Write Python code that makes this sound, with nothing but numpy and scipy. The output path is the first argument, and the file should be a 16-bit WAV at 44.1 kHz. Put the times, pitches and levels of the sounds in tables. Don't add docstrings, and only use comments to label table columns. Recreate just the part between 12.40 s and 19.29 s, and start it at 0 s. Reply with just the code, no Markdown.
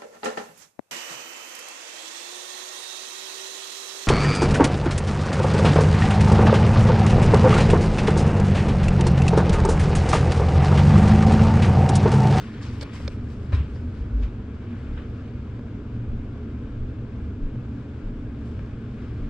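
import sys
import numpy as np
from scipy import signal
from scipy.fft import rfft, irfft, next_fast_len
from scipy.io import wavfile
from scipy.ndimage import uniform_filter1d

SR = 44100
rng = np.random.default_rng(int(sys.argv[2]) if len(sys.argv) > 2 else 0)


def persist_wave(psi):
    counts = np.round(np.clip(psi, -1, 1) * 32767).astype(np.int16)
    wavfile.write(sys.argv[1], SR, np.atleast_2d(counts).T)


def invert_db(level):
    return 10 ** (np.asarray(level, dtype=float) / 20)


N = 303849
STILL_DB = -60


def evened(x):
    return x / np.sqrt(np.mean(x ** 2) + 1e-20)


def read(points, hz):
    f, value = np.transpose(points)
    return np.interp(np.log(hz + 1), np.log(f + 1), value)


def drift(hz):
    return evened(signal.lfilter(*signal.butter(2, hz, fs=SR), rng.standard_normal(N)))


def pan(left_minus_right_db):
    return invert_db(left_minus_right_db * np.array([[.5], [-.5]]))


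def ports(pair, gain, near_db=0):
    # (frequency [Hz], level below the whole [dB])
    unlike_part = [(25, -14.5), (60, -24), (100, -28), (180, -21.5), (320, -14), (560, -4.5), (860, -2.2),
                   (1200, -3.6), (2150, -2.1), (3100, -1.7), (4400, -.3), (9000, 1.5)]
    # (frequency [Hz], left minus right [dB])
    tilt_points = [(400, 0), (560, -2), (970, 4), (1700, 2), (2960, 5.5), (5160, 0), (9000, 1), (13000, -2)]
    # (frequency [Hz], phase [rad])
    lead_points = [(520, .15), (1200, -.3), (1720, -.55), (3010, -1), (4300, -.5), (5900, 2), (9000, 1)]
    size = next_fast_len(N)
    hz = np.fft.rfftfreq(size, 1 / SR)
    a, b = rfft(pair, size)
    unlike = np.minimum(invert_db(read(unlike_part, hz) - near_db), 1)
    phase = read([(20, 0.0063)] + lead_points, hz) * np.minimum(hz / 520, 1)
    right = (np.sqrt(1 - unlike ** 2) * a + unlike * b) * np.exp(-1j * phase)
    tilt = invert_db(read(tilt_points, hz) / 2 * np.minimum(hz / 500, 1) ** 4)
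    spectra = np.array([a * tilt, right / tilt]) * gain(hz)
    return evened(irfft(spectra, size)[:, :N])


def patchy(x, depth_db):
    z = signal.stft(x, nperseg=512)[2]
    patches = rng.standard_normal(z.shape[1:])
    patches = uniform_filter1d(patches, size=7, axis=0)
    patches = uniform_filter1d(patches, size=5, axis=1)
    return signal.istft(z * invert_db(depth_db * evened(patches)), nperseg=512)[1][:, :N]


def hall(hz):
    # (frequency [Hz], density [dB per Hz])
    turbulence = [(15, -14.5), (45, -10), (130, -12.5), (170, -16), (300, -19.5), (500, -28.5),
                  (750, -39.5), (1200, -63.5), (2500, -87)]
    # (frequency [Hz], width [Hz], lift [dB])
    standing_waves = [(55, 12, 2.5), (72.3, 16.3, 11.5), (98.5, 13, 10), (118.86, 14.3, 11.5), (200, 25, 5),
                      (225.1, 22, 9), (242.7, 21, 11), (281.7, 14.7, 10.5), (310, 14, 4.5), (359, 28, 1.5),
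                      (418, 24, 8), (468, 47, 4)]
    lift = sum(invert_db(2 * db) / (1 + (2 * (hz - f) / w) ** 2) ** 2 for f, w, db in standing_waves)
    return invert_db(read(turbulence, hz)) * np.sqrt(1 + lift)


def machine():
    # (time [s], low drone level [dB])
    motor_load = [(0, -6), (.3, -.5), (1, 1), (2, -1.5), (2.5, -.5), (3, -.5), (3.5, 1.5), (4.5, 1),
                  (5, .5), (5.5, -.5), (6, 1), (6.5, .5), (6.89, 2.5)]
    drone_db, upper_db, upper_share = -32, .4, .05
    drone = ports(rng.standard_normal((2, N)), hall)
    low = signal.sosfiltfilt(signal.butter(3, 160, fs=SR, output="sos"), drone)
    load_db = np.interp(np.arange(N) / SR, *np.transpose(motor_load))
    upper = (drone - low) * invert_db(upper_db + upper_share * load_db)
    return invert_db(drone_db) * (low * invert_db(load_db) + upper)


def hum():
    # (frequency [Hz], level [dB rms])
    tones = [(119.5, -45), (240, -50.5)]
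    t = np.arange(N) / SR
    out = np.zeros(N)
    for hz, db in tones:
        level = invert_db(db + 2 + 1.5 * drift(3.5))
        out += level * np.sin(2 * np.pi * hz * t + 0.72 * drift(3.06))
    return out


def suction():
    # (frequency [Hz], density [dB per Hz])
    air = [(300, -32), (550, -4.5), (750, -10.5), (1080, -9), (1600, -8.5), (1880, -18), (2250, -15),
           (2900, -19.5), (3500, -22), (4200, -28), (4800, -27.5), (6000, -33), (7900, -36.5),
           (9500, -49.5)]
    air_db, sealed_db, leak_db, sealed_s = -54.5, 1.3, -5, 1.0
    flutter_db = 0.42 * drift(6) + 0.37 * drift(60)
    flow = patchy(rng.standard_normal((2, N)) * invert_db(flutter_db), depth_db=0.66)
    hiss = ports(flow, lambda hz: invert_db(read(air + [(16000, -76)], hz)))
    leak = np.maximum(1 - np.arange(N) / SR / sealed_s, 0)
    return invert_db(air_db + sealed_db + leak_db * leak) * hiss


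def strokes(rows, lift_db, rest):
    # (time [s], level [dB])
    stir = [(0, -50), (.3, -50.5), (.66, -51.5), (.76, -57), (1, -63), (1.5, -66), (2.05, -72), (3.1, -74),
            (5.2, -71), (6.89, -72)]
    rest_db, stir_share = rest
    t = np.arange(0, N + 32, 32) / SR
    power = invert_db(2 * (rest_db + stir_share * (np.interp(t, *np.transpose(stir)) - STILL_DB)))
    for (s, db, rise, fall), lift in zip(rows, lift_db):
        away = np.maximum((s - t) / rise, (t - s) / fall)
        power = power + invert_db(2 * (db + lift - 20 * away))
    return np.interp(np.arange(N) / SR, t, np.sqrt(power))


def cloth(shape, level, per_s, spread_db, near_db):
    size_db = spread_db * np.minimum(rng.exponential(1, N), 4)
    slips = rng.standard_normal(N) * (rng.random(N) < per_s / SR) * invert_db(size_db)
    brush = rng.standard_normal((2, N)) * invert_db(1.3 * drift(48)) + 0.44 * evened(slips)
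    return level * ports(brush, lambda hz: invert_db(read(shape, hz)), near_db)


def brushes():
    # (peak time [s], weave level [dB], rise [s per 20 dB], fall [s per 20 dB], loose fibres re weave [dB])
    brush_strokes = [(0, -56, .1, .3, -14), (.228, -49, .022, .16, -24), (.33, -58.5, .25, .35, -12),
                     (.413, -45, .004, .018, -13), (.432, -44, .028, .008, -12),
                     (.537, -51.5, .022, .25, -11), (.64, -62, .3, .08, -14), (.72, -60, .05, .08, -12),
                     (.92, -64, .12, .13, -7), (1.05, -67, .3, .2, -9), (1.126, -56, .012, .1, -16),
                     (1.147, -55, .05, .1, -10), (1.35, -66, .3, .3, -10), (1.58, -65, .16, .1, -10),
                     (1.78, -72, .4, .3, -16), (1.834, -59, .05, .07, -19), (2.42, -73, .4, .5, -8),
                     (2.58, -73, .3, .3, -18), (2.87, -71, .7, .4, -15), (5.4, -72, .25, .3, -13),
                     (6.068, -66, .06, .3, -11), (6.3, -76, .4, .5, -14), (6.62, -71, .5, 2.5, -12)]
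    # (frequency [Hz], density [dB per Hz])
    weave_shape = [(1200, -24), (2200, -8), (3500, -3), (5000, -1.5), (6200, -8), (8000, -14.5),
                   (11000, -34.5), (16000, -58)]
    # (frequency [Hz], density [dB per Hz])
    fibre_shape = [(3000, -24.5), (6000, -4), (8000, 1.5), (9500, -8.5), (12500, -13.5), (14500, -21),
                   (16000, -43)]
    rows = np.array(brush_strokes)
    light, fibre_db = rows[:, :4], rows[:, 4]
    # (level on a still body [dB], share of the stir)
    weave_level = strokes(light, 0 * fibre_db, rest=(-74, .7))
    weave = cloth(weave_shape, weave_level, per_s=3500, spread_db=2.5, near_db=0.4)
    fibre_level = strokes(light, fibre_db, rest=(-87, 1))
    fibres = cloth(fibre_shape, fibre_level, per_s=2500, spread_db=4.5, near_db=0.3)
    return weave + fibres * pan(-3.5)


def folds():
    # (peak time [s], level [dB], rise [s per 20 dB], fall [s per 20 dB])
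    presses = [(.24, -49.5, .08, .15), (.433, -46, .04, .015), (.54, -50, .05, .2), (.92, -64, .15, .15),
               (1.105, -60, .15, .1), (1.13, -40, .008, .16), (1.2, -56, .15, .11), (1.37, -61, .12, .15),
               (1.58, -62, .2, .15), (1.84, -49.5, .045, .09), (2.3, -56.5, .35, .7), (2.53, -60, .5, .2),
               (2.585, -51.5, .035, .13), (2.87, -59.5, .8, .33), (5.4, -69, .5, .5), (6.3, -61.5, .6, .4),
               (6.62, -58, .3, 1.5)]
    # (frequency [Hz], density [dB per Hz])
    fold_shape = [(300, -30.5), (600, -8.5), (1100, 0), (1700, -2), (2400, -4), (3200, -8.5), (5000, -22.5),
                  (14000, -60.5)]
    level = strokes(presses, np.zeros(len(presses)), rest=(STILL_DB, 1))
    return cloth(fold_shape, level, per_s=1500, spread_db=3.0, near_db=1.8)


def bursts(rows):
    t, out = np.arange(4096) / SR, np.zeros((2, N + 4096))
    hz = np.fft.rfftfreq(4096, 1 / SR)
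    for s, db, pitch_hz, octaves, t60 in rows:
        a, b = rng.standard_normal((2, 4096))
        colour = np.exp(-.5 * (np.log2((hz + 1) / pitch_hz) / octaves) ** 2) / (1 + (hz / 15000) ** 16)
        burst = irfft(rfft([a, .3 * a + .9 * b]) * colour)
        burst = burst * invert_db(-60 * t / t60) * np.minimum(t / 0.0018, 1)
        start = round(s * SR)
        out[:, start:start + 4096] += invert_db(db) * pan(-1.5) * burst / abs(burst).max()
    return out[:, :N]


def squeaks():
    # (time [s], peak level [dB], pitch [Hz], width [octaves], t60 [s])
    drags = [(.008, -42, 1480, .06, .25), (.05, -46, 1080, .06, .1), (.08, -46, 1720, .05, .2),
             (.143, -42, 1550, .12, .25), (.205, -45, 1700, .06, .12), (.22, -43, 1150, .07, .25),
             (.222, -52, 5100, .08, .3), (.411, -36, 4700, .12, .03), (.411, -42, 2290, .05, .2),
             (.416, -44, 4600, .1, .06), (.418, -48, 8080, .04, .06), (.428, -37, 4400, .1, .03),
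             (.426, -47, 7900, .2, .04), (.535, -54, 5200, .1, .3), (.56, -47, 2150, .06, .2),
             (1.124, -38, 1030, .05, .2), (1.128, -40, 1700, .06, .2), (1.13, -46, 3900, .05, .2),
             (1.14, -40, 2300, .05, .3), (1.145, -50, 5000, .05, .12), (1.17, -46, 1000, .06, .3),
             (.4112, -43, 7600, .2, .015), (.412, -36, 650, .4, .04), (.428, -35, 600, .4, .05)]
    return bursts(drags)


def snaps():
    # (time [s], peak level [dB], pitch [Hz])
    threads = [(.386, -56.5, 12500), (.646, -62, 14000), (1.57, -83, 12000), (1.7, -71, 12200),
               (2.31, -76, 12000), (2.699, -62.5, 13200), (3.125, -73, 13000), (3.63, -72.5, 13000),
               (5.47, -78, 12000), (6.065, -76, 13000), (6.41, -78, 12000), (1.331, -78, 11000),
               (4.422, -76, 13000), (5.598, -82, 11000), (5.877, -85, 11000), (6.778, -84, 12500)]
    octaves, t60 = .36, .008
    return bursts([(s, db, pitch_hz, octaves, t60) for s, db, pitch_hz in threads])


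def handle():
    # (frequency [Hz], level [dB], t60 [s])
    modes = [(315, -5, 0.088), (534, 1.5, 0.025), (940, -6, 0.023), (1260, -4.5, 0.0097), (1670, -2, 0.017),
             (2280, 1, 0.012), (3470, 1.5, .011), (4120, -0.5, 0.017), (4920, 0.5, .018), (5700, -6, .011),
             (6200, -24, 0.0088), (8100, -13, .012), (11500, -15, .01)]
    # (time [s], peak level [dB], struck pitch [Hz], width [octaves], left minus right [dB])
    taps = [(.4113, -27.5, 4800, .45, -1), (0.412, -31.5, 600, 1.3, 0), (.4275, -28, 500, 1.2, -5),
            (0.4315, -33, 4200, 1.3, -5), (0.6028, -28.5, 600, 0.95, -4.5), (.6786, -21, 3300, 0.65, -4),
            (.6799, -28, 3000, 1.0, -7), (.679, -23.5, 550, 0.77, -3), (.903, -48, 5000, .9, -1),
            (1.123, -28.5, 900, 0.92, 3), (1.128, -25.5, 380, 0.37, -4), (1.362, -31, 600, 0.91, -2),
            (2.577, -39, 1500, 0.6, 0), (3.193, -33.5, 800, 0.7, 0), (5.158, -37, 800, 0.62, 0),
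            (6.193, -31.5, 900, 0.79, 3), (6.262, -48, 3000, .9, 0)]
    t, out = np.arange(4096) / SR, np.zeros((2, N + 4096))
    hz, mode_db, t60 = np.transpose(modes)[:, :, None]
    for s, db, pitch_hz, octaves, pan_db in taps:
        share = invert_db(mode_db) * np.exp(-.5 * (np.log2(hz / pitch_hz) / octaves) ** 2)
        detune = 1 + 0.027 * rng.standard_normal((2, 1, 1))
        ring = (share * invert_db(-60 * t / t60) * np.sin(2 * np.pi * hz * detune * t)).sum(axis=1)
        ring = signal.lfilter(*signal.butter(4, 7200, fs=SR), ring)
        start = round(s * SR)
        out[:, start:start + 4096] += invert_db(db) * pan(pan_db) * ring / abs(ring).max()
    return out[:, :N]


def boards(loads):
    t, out = np.arange(SR) / SR, np.zeros(N + SR)
    for s, db, board_hz, rise, hold, t60 in loads:
        push = np.sin(np.pi / 2 * np.minimum(t / rise, 1)) ** 2
        decay = invert_db(-60 * np.maximum(t - rise - hold, 0) / t60)
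        start = round(s * SR)
        out[start:start + SR] += invert_db(db) * push * decay * np.cos(2 * np.pi * board_hz * (t - rise))
    return out[:N] * pan(.45)


def thuds():
    # (time [s], peak level [dB], board mode [Hz], rise [s], t60 [s])
    landings = [(.638, -21.5, 70, .015, .28), (1.127, -8.3, 88, .016, .066), (1.132, -33, 250, .008, .14),
                (1.155, -16.5, 71, .0276, .13), (1.183, -19, 71, .028, .075), (1.194, -28, 150, .015, .12),
                (1.327, -26, 84, .017, .78), (1.42, -27, 85, .035, .45), (1.56, -25, 72, .03, .3),
                (1.59, -24, 50, .028, .3), (1.715, -16, 53, .044, .36), (1.785, -26, 46, .03, .3),
                (1.818, -21, 58, .02, .25), (1.853, -28, 48, .025, .6)]
    hold_share = .2
    return boards([(s, db, hz, rise, hold_share * rise, t60) for s, db, hz, rise, t60 in landings])


def scuffs():
    # (time [s], peak level [dB], pitch [Hz], width [octaves], t60 [s])
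    slides = [
        (4.35, -80, 11500, .3, .05),
        (1.826, -43.5, 2600, .4, .16),
        (2.574, -44.5, 2600, .3, .18),
        (1.127, -41, 2200, 0.31, .2),
        (2.572, -41.5, 1200, .2, .12),
        (2.575, -47, 3600, .1, .06),
        (2.62, -46, 1500, .2, .1),
    ]
    return bursts(slides)


def footsteps():
    # (time [s], peak level [dB], board mode [Hz], t60 [s])
    treads = [
        (2.445, -28, 33, .46),
        (3.63, -30.5, 31, .5),
        (3.663, -27.5, 16, .64),
        (4.324, -29, 30, .4),
        (4.344, -22, 23.7, .17),
        (4.978, -24.5, 28, .34),
        (4.982, -26, 20, .31),
        (5.592, -30, 27.5, .31),
        (5.617, -25, 32, .55),
        (6.762, -25.5, 30, .43),
    ]
    rise_s, hold_s = .075, .01
    return boards([(s, db, hz, rise_s, hold_s, t60) for s, db, hz, t60 in treads])


def scene():
    room = machine() + hum() + suction()
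    rustle = patchy(brushes() + folds(), depth_db=1.7)
    contacts = squeaks() + snaps() + handle() + scuffs()
    return room + rustle + contacts + thuds() + footsteps()


def blank(x):
    # (frequency [Hz], threshold [dB per bin])
    threshold = [(8500, -130), (9300, -114), (10500, -113), (13000, -112), (15500, -109)]
    padded = np.pad(x, ((0, 0), (0, 1024)), "reflect")
    hz, _, z = signal.stft(padded, SR, nperseg=1024, boundary="even")
    power = (abs(z) ** 2).mean(0)
    power = uniform_filter1d(power, size=16, axis=0)[8::16].repeat(16, axis=0)
    keep = np.zeros(z.shape[1:])
    keep[:512] = power > invert_db(2 * read(threshold, hz[8::16])).repeat(16)[:, None]
    return signal.istft(z * keep, SR, nperseg=1024)[1][:, :N]


def roll_off(x):
    return signal.sosfilt(signal.butter(12, 15700, fs=SR, output="sos"), x)


def record(dry):
    fade_in = np.minimum(np.arange(N) / SR / .0012, 1)
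    hiss = invert_db(-104) * rng.standard_normal(dry.shape)
    return roll_off(blank(dry) * fade_in + hiss)


dry = scene()
out = record(dry)
persist_wave(out)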